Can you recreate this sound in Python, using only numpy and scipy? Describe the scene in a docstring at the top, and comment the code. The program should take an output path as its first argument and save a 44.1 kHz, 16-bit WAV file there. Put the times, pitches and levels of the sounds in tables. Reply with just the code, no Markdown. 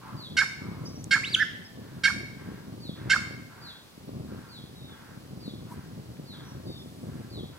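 """You hear four sharp clucks from a spurfowl in tall grass, with a whistle and a short purr after the second.
The two sides of its voice box (the syrinx) sound at once and mix into hard overtones; the trees ring on.
Small birds chirp, a crow caws far off and dry stalks tick. Under it all lie a faint hiss
and the soft rumble and knocks of a hand gripping a camera."""
import sys
import numpy as np
from scipy import signal
from scipy.fft import rfft, irfft
from scipy.io import wavfile
from scipy.ndimage import map_coordinates

SR = 44100
rng = np.random.default_rng(int(sys.argv[2]) if len(sys.argv) > 2 else 0)


def generate_wav(signal):
    """Clip the signal to [-1, 1] and save it as 16-bit WAV at the path in sys.argv[1]."""
    frames = np.transpose(np.atleast_2d(signal))
    scaled = np.clip(frames, -1, 1) * 32767
    pcm = np.round(scaled).astype(np.int16)
    wavfile.write(sys.argv[1], SR, pcm)


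N = 334278
TIME = np.arange(N) / SR
FREQ = np.fft.rfftfreq(N, 1 / SR) + 1e-3

# The clucks, each a main push and an afterbeat. Each row: start in seconds, base level in dB,
# low and high voice in Hz, overtones in relative dB, then the afterbeat's delay in seconds,
# half-length in seconds and relative level in dB.
CLUCKS = [(0.367, -19.5, 1558, 2176, -6.5, 0.049, 0.0088, -2.5),
          (1.108, -19.5, 1587, 2180, -7, .046, 0.013, -3), (2.035, -19, 1598, 2204, -7, .050, 0.0062, -2.5),
          (3.096, -19.5, 1545, 2148, -6.5, .044, 0.0084, -3)]
# Tones made as the voices mix. Each row: multiple of the low voice, of the high voice, relative dB.
OVERTONES = [(-1, 2, -2.5), (2, 0, 0), (1, 1, 0), (0, 2, 1.5), (3, 0, -3), (-1, 3, -7.5), (2, 1, -0.5),
             (-2, 4, -5.5), (1, 2, -10.5), (0, 3, -11.5), (3, 1, -28), (-1, 4, -7.5), (1, 3, -16.5),
             (0, 4, -19), (-1, 5, -18.5), (0, 5, -29)]
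# How throat and beak colour the rasp. Each row: frequency in Hz, gain in dB.
THROAT_COLOUR = [(600, -13), (1000, -4.5), (2400, 0), (3100, 0.5), (4000, 3), (5400, -18), (6200, -15),
                 (7200, -4), (9300, -4.5), (11000, -15.5), (15500, -24)]
# The path of the whistle. Each row: time in seconds, pitch in Hz, level in dB.
WHISTLE_PATH = [(1.236, 2054, -30), (1.249, 2965, -30.5), (1.255, 3590, -40.5), (1.28, 4080, -37.5),
                (1.307, 4870, -49), (1.33, 4570, -36.5), (1.341, 3760, -26.5), (1.349, 3200, -17.5),
                (1.36, 2040, -39.5)]
# The effort behind the purr. Each row: time in seconds, relative level in dB.
PURR_EFFORT = [(1.362, -36), (1.386, -36), (1.406, -23.5), (1.43, -20.5), (1.44, -36)]
# Sound bouncing off the ground favours one side. Each row: frequency in Hz, left minus right in dB.
GROUND_BALANCE = [(1000, -2), (1560, -3), (1800, -7), (2170, -12), (2800, -3.5), (5000, 0.5), (7500, -9),
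                  (12000, 0)]
# Echoes from trunks and a bank. Each row: delay in seconds, left gain in dB, right gain in dB.
ECHOES = [(.0145, -41, -14.5), (0.042, -34, -19), (.065, -29, -36.5), (0.046, -39, -25)]
# One falling chirp. Each row: seconds from its start, pitch in Hz, relative level in dB.
CHIRP_SHAPE = [(0, 4850, -8), (.022, 4560, -3), (.05, 4150, 1), (.094, 3400, -1.5), (.112, 3280, -9)]
# A small bird's chirps. Each row: start in seconds, relative level in dB, pitch multiplier.
CHIRPS = [(0.166, -53, 1), (2.798, -55.5, 1), (3.61, -54, 1.005), (4.485, -57.5, 1), (5.396, -58, 1.02),
          (6.253, -57, .98), (7.298, -56, 0.98)]
# Other small birds. Each row: start and length in seconds, first and last pitch in Hz, relative dB.
PEEPS = [(0.847, 0.025, 6150, 5920, -61), (0.854, 0.021, 4900, 5470, -50.5), (0.873, 0.02, 6000, 5970, -63),
         (0.952, 0.018, 5850, 5500, -58), (0.986, 0.023, 5900, 6100, -63), (1.645, 0.024, 5320, 5130, -58),
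         (4.752, 0.19, 3950, 3420, -63), (6.447, 0.077, 5770, 5500, -67), (6.657, 0.09, 4730, 4480, -63),
         (6.672, 0.15, 3770, 3500, -61), (6.777, .04, 5400, 5200, -65)]
# The crow's caws. Each row: start and rough length in seconds, relative dB, base throat ring in Hz.
CAWS = [(.01, 0.1, -48.5, 1050), (0.6, 0.26, -54.5, 1070), (1.8, 0.32, -59.5, 1400),
        (2.379, 0.23, -54.5, 1430), (2.953, 0.18, -52.5, 1410), (3.495, 0.26, -54, 1370),
        (4.273, 0.25, -56, 1330), (4.876, 0.29, -56, 1380), (5.658, 0.18, -58, 1390),
        (6.326, 0.2, -55.5, 1360), (7.045, 0.22, -60, 1350), (7.52, 0.18, -57.5, 1370)]
# Grass ticks and swishes. Each row: middle and half-length in seconds, centre and width in Hz, dB.
GRASS_TOUCHES = [(1.043, 0.0013, 6500, 3400, -35), (1.4, .0015, 8700, 2500, -51),
                 (5.725, .04, 9000, 11000, -59), (5.722, 0.026, 985, 210, -48),
                 (6.17, .003, 1800, 1500, -54), (6.972, 0.5, 8300, 9200, -67)]
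# How strongly the grip rumbles. Each row: time in seconds, relative level in dB.
GRIP_LEVEL = [(0.0, -53), (0.21, -44), (0.53, -47.5), (0.65, -38), (1.29, -42), (1.69, -51), (1.79, -43.5),
              (2.03, -48.5), (2.15, -39), (2.38, -46.5), (2.49, -37), (2.55, -45.5), (3.17, -39.5),
              (3.91, -60), (4.09, -41.5), (4.37, -39), (4.43, -50.5), (5.28, -48), (5.32, -43), (6.36, -46),
              (6.71, -40), (6.73, -49), (7.03, -38.5), (7.28, -44.5), (7.43, -37), (7.58, -50.5)]
# The colour of that rumble. Each row: frequency in Hz, gain in dB.
RUMBLE_COLOUR = [(15, -72), (25, -39), (32, -44.5), (35, -36), (45, -20.5), (69, -6), (128, 2.5),
                 (244, -3.5), (600, -21), (798, -27.5), (900, -34), (1170, -29.5), (1980, -120)]
# The camera body shakes the left side later. Each row: frequency in Hz, left's lead in radians.
BODY_PHASE = [(30, -.15), (100, -0.5), (250, -1.18), (550, -1.57)]
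# Knocks of the grip. Each row: start in seconds, relative level in dB, pitch in Hz.
KNOCKS = [(2.488, -27, 187), (2.894, -24.5, 191), (3.978, -39, 224), (4.092, -33, 231), (4.323, -33.5, 277),
          (5.479, -27, 200), (5.978, -34, 177), (6.197, -29, 183), (6.703, -34, 278), (6.86, -38, 258),
          (7.385, -33, 253)]
# The colour of still air and microphone hiss. Each row: frequency in Hz, gain in dB.
HISS_COLOUR = [(30, 2), (100, 5.5), (500, 3.5), (1000, 0), (1600, -2.5), (2500, -5), (4500, -3.5),
               (7000, -10.5), (11000, -10), (16000, -15)]


def spurfowl(wet_db=-13, right_lead_s=0.00002):
    """The near bird calls; its voice bounces off the ground and trunks and rings in the trees."""
    voice = np.zeros(N)
    for start, sound in [(start, cluck(*row)) for start, *row in CLUCKS] + [whistle(), purr()]:
        add(voice, start, sound)
    ratio = undb(on_freq(GROUND_BALANCE))
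    sides = np.array([ratio * delayed(right_lead_s), np.ones(len(FREQ))]) * 2 / (1 + ratio)
    out = colour(voice, sides)
    for delay, *ear_db in ECHOES:
        for ear, db in zip(out, ear_db):
            add(ear, delay, undb(db) * voice)
    scatter_db = on_freq([(1000, 4.5), (1550, -4.5), (2200, 5), (3000, -0.5), (4500, 5.5),
                          (8000, 12), (14000, 15)])
    scattered = colour(voice, undb(scatter_db))
    return out + undb(wet_db) * trees(scattered, t60=0.84, treble_t60=0.4, build_s=0.0094)


def cluck(db, low_hz, high_hz, overtone_db, after_s, after_half_s, after_db, throb_hz=164.5):
    """Two voices press through one narrow gap and mix; at the end the membranes go slack and rattle."""
    t = TIME[:SR // 10]
    since_sag = t - after_s + 0.0047  # the sag begins just before the afterbeat peaks
    slack = np.clip(since_sag / 0.015, 0, 1)
    low, high = voice_phases(t, low_hz, high_hz, since_sag, slack)
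    low_gain, high_gain = voice_gains(t, after_s, after_half_s, after_db)
    throb = 1 + 0.36 * slack * np.cos(turn(throb_hz * (1 + 0.173 * wander(t, 153))))
    flutter = 0.26 + 0.73 * slack
    voices = sum(gain * np.sqrt(2) * np.sin(phase) * (1 + flutter * wander(t, 502))
                 for phase, gain in ((low, low_gain), (high, high_gain)))
    rasp = undb(-11 + 7 * slack) * breath(high - low)
    harshness = undb(overtone_db) * held(t, attack_s=0.0051, hold_s=0.024, release_s=0.014)
    rattle = undb(-20) * swell(t, peak_s=0.059, half_s=0.015) * noise_band(t, hz=1130, width_hz=600)
    return undb(db) * throb * (voices + harshness * (overtones(t, low, high) + rasp) + rattle)


def voice_phases(t, low_hz, high_hz, since_sag, slack, jump_hz=144.4, sag_hz_per_s=15000, quaver_hz=32.6):
    """Both voices scoop up into the note and quaver, then jump and sag as they go slack."""
    scoop = 1 - 0.061 * np.exp(-t / 0.0044) + 0.015 * np.sin(2 * np.pi * quaver_hz * t)
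    jump = jump_hz * np.clip(1 + since_sag / 0.005, 0, 1)
    bend_hz = np.maximum(jump - sag_hz_per_s * np.maximum(since_sag, 0), -130)
    jitter = 0.015 + 0.052 * slack
    return [turn(hz * scoop * (1 + jitter * wander(t, 603.4)))
            for hz in (low_hz + bend_hz, high_hz + bend_hz / 2)]


def voice_gains(t, after_s, after_half_s, after_db, high_lead_s=0.0073):
    """In both push and afterbeat the high voice swells first, then the low; one last flap follows."""
    push = undb(-6) * held(t, attack_s=0.0048, hold_s=0.035, release_s=0.006)
    high_swell = undb(-1.5) * swell(t, peak_s=0.019, half_s=0.012)
    low_swell = undb(-4.5) * swell(t, peak_s=0.025, half_s=0.0059)
    high_after = undb(after_db - 4.5) * swell(t, after_s - high_lead_s, after_half_s)
    low_after = undb(after_db) * swell(t, after_s, after_half_s)
    flap = undb(-11.5) * swell(t, peak_s=0.0686, half_s=0.0054)
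    return push + low_swell + low_after + flap, high_swell + high_after


def overtones(t, low, high, flicker_db=4, smear_rad=0.55):
    """The voices mix into sum and difference tones, each flickering and slipping in phase."""
    tones = np.zeros(len(t))
    for low_multiple, high_multiple, db in OVERTONES:
        gain = undb(db + flicker_db * wander(t, 158))
        phase = low_multiple * low + high_multiple * high + rng.uniform(0, 2 * np.pi)
        tones += gain * np.sin(phase + smear_rad * wander(t, 219))
    return unit(tones)


def breath(beat_phase):
    """A puff of air escapes through throat and beak once in each beat of the two voices."""
    count = len(beat_phase)
    puffs = rng.standard_normal(count) * (1 + np.cos(beat_phase))
    throat_db = np.interp(np.fft.rfftfreq(count, 1 / SR), FREQ, on_freq(THROAT_COLOUR))
    return unit(irfft(rfft(puffs) * undb(throat_db), count))


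def whistle():
    """One voice flips up into a thin, slightly husky arching tone and drops back."""
    t, gate, hz, db = gesture(WHISTLE_PATH, rise_s=0.0047, fall_s=0.0024)
    tone = harmonics(turn(hz * (1 + 0.015 * wander(t, 1100))), second_db=-20, third_db=-32)
    rasp = undb(-27) * noise_band(t, hz=6000, width_hz=8000)
    return t[0], gate * undb(db + 1.9 * wander(t, 253)) * (np.sqrt(2) * tone + rasp)


def purr(full_effort_db=-19.5, sag_start_s=1.421):
    """The low voice throbs as the membranes beat together; pitch and throb rise with effort, then sag."""
    t, gate, db = gesture(PURR_EFFORT, rise_s=0.003, fall_s=0.002)
    effort_db = np.maximum.accumulate(db) - full_effort_db
    sag = np.exp(-10 * np.maximum(t - sag_start_s, 0))
    pitch_hz = (1864 + 22 * effort_db) * sag * (1 + 0.021 * wander(t, 394))
    throb_hz = (289.3 + 6.5 * effort_db) * sag ** 2 * (1 + 0.1 * wander(t, 205))
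    throb = 1.5 + 0.84 * np.cos(turn(throb_hz))
    tone = harmonics(turn(pitch_hz), second_db=-23, third_db=-23)
    return t[0], gate * undb(db + 1.5) * unit(throb * tone)


def small_birds():
    """Almost pure falling chirps and thin peeps come from the trees on the left."""
    chirps, peeps = np.zeros((2, N))
    for start, level_db, pitch in CHIRPS:
        t, gate, hz, db = gesture(CHIRP_SHAPE, rise_s=0.00511, fall_s=0.0061)
        phase = turn(pitch * hz * (1 + 0.014 * wander(t, 405)))
        add(chirps, start, gate * undb(level_db + db) * np.sqrt(2) * np.sin(phase))
    for start, length, from_hz, to_hz, db in PEEPS:
        t, gate, hz = gesture([(0, from_hz), (length, to_hz)], rise_s=0.0037, fall_s=0.0047)
        phase = turn(hz * (1 + 0.0277 * wander(t, 499)))
        add(peeps, start, gate * undb(db) * np.sqrt(2) * np.sin(phase))
    return (from_afar(chirps, left_lead_s=0.000084, direct_db=5, wet_db=4.5, spread=0.22, t60=0.59)
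            + from_afar(peeps, left_lead_s=0.00011, direct_db=6, wet_db=0.5, spread=0.29, t60=0.47))


def crow(pitch_hz=265, rasp=2, throat_lift=1.117):
    """Hoarse, echoing caws from far away: pulses and breath ring in the throat, breath in the chest."""
    calls = np.zeros(N)
    for start, length, db, throat_hz in CAWS:
        t, gate = gesture([(0,), (length * 0.68,)], rise_s=0.0092, fall_s=0.13)
        phase = turn(pitch_hz * (1 + 0.0486 * wander(t, 123.6)))
        pulses = unit(np.diff(signal.sawtooth(phase), prepend=0))
        throat = band(pulses + rasp * rng.standard_normal(len(t)), throat_hz * throat_lift, width_hz=600)
        chest = undb(-5) * noise_band(t, hz=1050, width_hz=600)
        add(calls, start, gate * undb(db) * unit(unit(throat) + chest))
    calls = colour(calls, undb(on_freq([(500, -15), (850, 3), (1750, -4), (2400, 0.5)])))
    return from_afar(calls, left_lead_s=-0.000028, direct_db=-1.5, wet_db=-1.5, spread=0.74, t60=0.67)


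def grass():
    """Dry stalks tick and brush, each a swell of noise."""
    out, t = np.zeros(N), TIME[:SR] - 0.5
    for middle, half_s, hz, width_hz, db in GRASS_TOUCHES:
        envelope = undb(db) * np.exp(-2 * (t / half_s) ** 2)
        add(out, middle + t[0], envelope * noise_band(t, hz, width_hz))
    return out


def handling(slips_per_s=220, split_hz=330, left_db=0.95):
    """The grip creeps in tiny slips that thud through the camera body to both sides of the microphone."""
    rumble_db = np.interp(TIME, *np.transpose(GRIP_LEVEL)) + 1.72 * wander(TIME, 13)
    upper_db = -12 - 0.08 * (rumble_db - rumble_db.mean())  # the upper rumble swings less
    slips = (rng.random(N) < slips_per_s / SR) * rng.choice([-1, 1], N)
    slips = slips * undb(5 * np.clip(rng.standard_normal(N), -2, 2))
    shake = colour(unit(slips) + 0.76 * rng.standard_normal(N), undb(on_freq(RUMBLE_COLOUR)))
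    upper_share = 1 / (1 + (split_hz / FREQ) ** 6)
    low, upper = unit(colour(shake, 1 - upper_share)), unit(colour(shake, upper_share))
    rumble = undb(rumble_db - 1) * (low + undb(upper_db) * upper)
    half_lead = on_freq(BODY_PHASE) / 2
    sides = np.array([undb(left_db) * np.exp(1j * half_lead), np.exp(-1j * half_lead)])
    return colour(rumble + knocks(), sides / np.cos(half_lead))


def knocks(gain_db=3, decay_cycles=0.65):
    """The grip gives the camera dull knocks that die within a cycle or two."""
    out, t = np.zeros(N), TIME[:SR // 20]
    for start, db, hz in KNOCKS:
        add(out, start, undb(db + gain_db) * np.sin(2 * np.pi * hz * t) * np.exp(-t * hz / decay_cycles))
    return colour(out, undb(on_freq([(40, -23), (150, 0), (600, 6), (1200, -15), (3000, -50)])))


def air(level_db=-54.5, left_share=0.26, left_lead_s=0.00014):
    """Outdoor hiss: mostly different at each ear, partly from the trees on the left."""
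    noise = rng.standard_normal((3, N))
    from_left = np.array([noise[2], colour(noise[2], delayed(left_lead_s))])
    hiss = np.sqrt(1 - left_share) * noise[:2] + np.sqrt(left_share) * from_left
    return undb(level_db) * unit(colour(hiss, undb(on_freq(HISS_COLOUR))))


def from_afar(x, left_lead_s, direct_db, wet_db, spread, t60):
    """A far sound and most of its echo come from one direction, reaching one ear a little earlier."""
    scatter, sideways = undb(wet_db) * trees(x, t60, treble_t60=0.9 * t60, build_s=0.006)
    ahead = undb(direct_db) * x + scatter
    return np.array([ahead + spread * sideways, colour(ahead, delayed(left_lead_s)) - spread * sideways])


def trees(x, t60, treble_t60, build_s):
    """Echo from trunks and leaves builds up, then fades by 60 dB in t60 seconds, the treble sooner."""
    t = TIME[:SR]
    noise = rng.standard_normal((2, SR))
    low = signal.sosfilt(signal.butter(2, 3500, fs=SR, output="sos"), noise)
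    high = signal.sosfilt(signal.butter(2, 3500, "high", fs=SR, output="sos"), noise)
    tail = low * undb(-60 * t / t60) - high * undb(-60 * t / treble_t60)
    tail *= 1 - np.exp(-t / build_s)
    return signal.fftconvolve(x[None], unit(tail) / np.sqrt(SR), axes=1)[:, :N]


def gesture(rows, rise_s, fall_s):
    """The times of one call, a gate that fades it in and out, and a curve for each further column."""
    times, *columns = np.transpose(rows)
    t = np.arange(times[0] - rise_s, times[-1] + fall_s, 1 / SR)
    gate = np.clip((t - t[0]) / rise_s, 0, 1) * np.clip((t[-1] - t) / fall_s, 0, 1)
    return t, gate, *(np.interp(t, times, column) for column in columns)


def swell(t, peak_s, half_s):
    """A bell-shaped rise and fall."""
    return np.exp(-((t - peak_s) / half_s) ** 2)


def held(t, attack_s, hold_s, release_s):
    """Rise, stay level, then die away."""
    return np.clip(t / attack_s, 0, 1) * np.exp(-np.maximum(t - hold_s, 0) / release_s)


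def wander(t, rate):
    """A smooth random curve with a spread near 1, changing rate times a second."""
    place = (t - t[0]) * rate
    return map_coordinates(rng.standard_normal(int(place[-1]) + 2), [place], order=3, mode="nearest")


def turn(hz):
    """The phase (angle so far) of a wave that follows a pitch curve."""
    return 2 * np.pi * np.cumsum(hz) / SR


def harmonics(phase, second_db, third_db):
    """A tone plus weaker ones at two and three times its pitch."""
    return np.sin(phase) + undb(second_db) * np.sin(2 * phase) + undb(third_db) * np.sin(3 * phase)


def band(x, hz, width_hz):
    """Keep the sound near one frequency, filtering twice for steep edges."""
    b, a = signal.iirpeak(min(hz, SR * 0.45), hz / width_hz, SR)
    return signal.lfilter(b, a, signal.lfilter(b, a, x))


def noise_band(t, hz, width_hz):
    """Noise around one frequency."""
    return unit(band(rng.standard_normal(len(t)), hz, width_hz))


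def colour(x, gain):
    """Give each frequency its own gain."""
    return irfft(rfft(x) * gain, N)


def delayed(seconds):
    """The gains that make colour() delay a sound."""
    return np.exp(-2j * np.pi * FREQ * seconds)


def on_freq(points):
    """Join (Hz, value) points into a curve, with every octave equally wide."""
    hz, value = np.transpose(points)
    return np.interp(np.log(FREQ), np.log(hz), value)


def undb(db):
    """Turn decibels into a gain."""
    return 10 ** (np.asarray(db) / 20)


def unit(x):
    """Scale to an average (rms) level of 1."""
    return x / np.sqrt(np.mean(x ** 2))


def add(track, start, sound):
    """Mix a sound into a track at a start time in seconds."""
    i = int(np.clip(start * SR, 0, N))
    track[i:i + len(sound)] += sound[:N - i]


def scene():
    """All the sounds together, in stereo."""
    return spurfowl() + small_birds() + crow() + grass() + handling() + air()


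def record(dry, top_hz=15800):
    """Cut away the very highest treble."""
    return signal.sosfilt(signal.ellip(10, 0.1, 70, top_hz, fs=SR, output="sos"), dry)


dry = scene()
out = record(dry)
generate_wav(out)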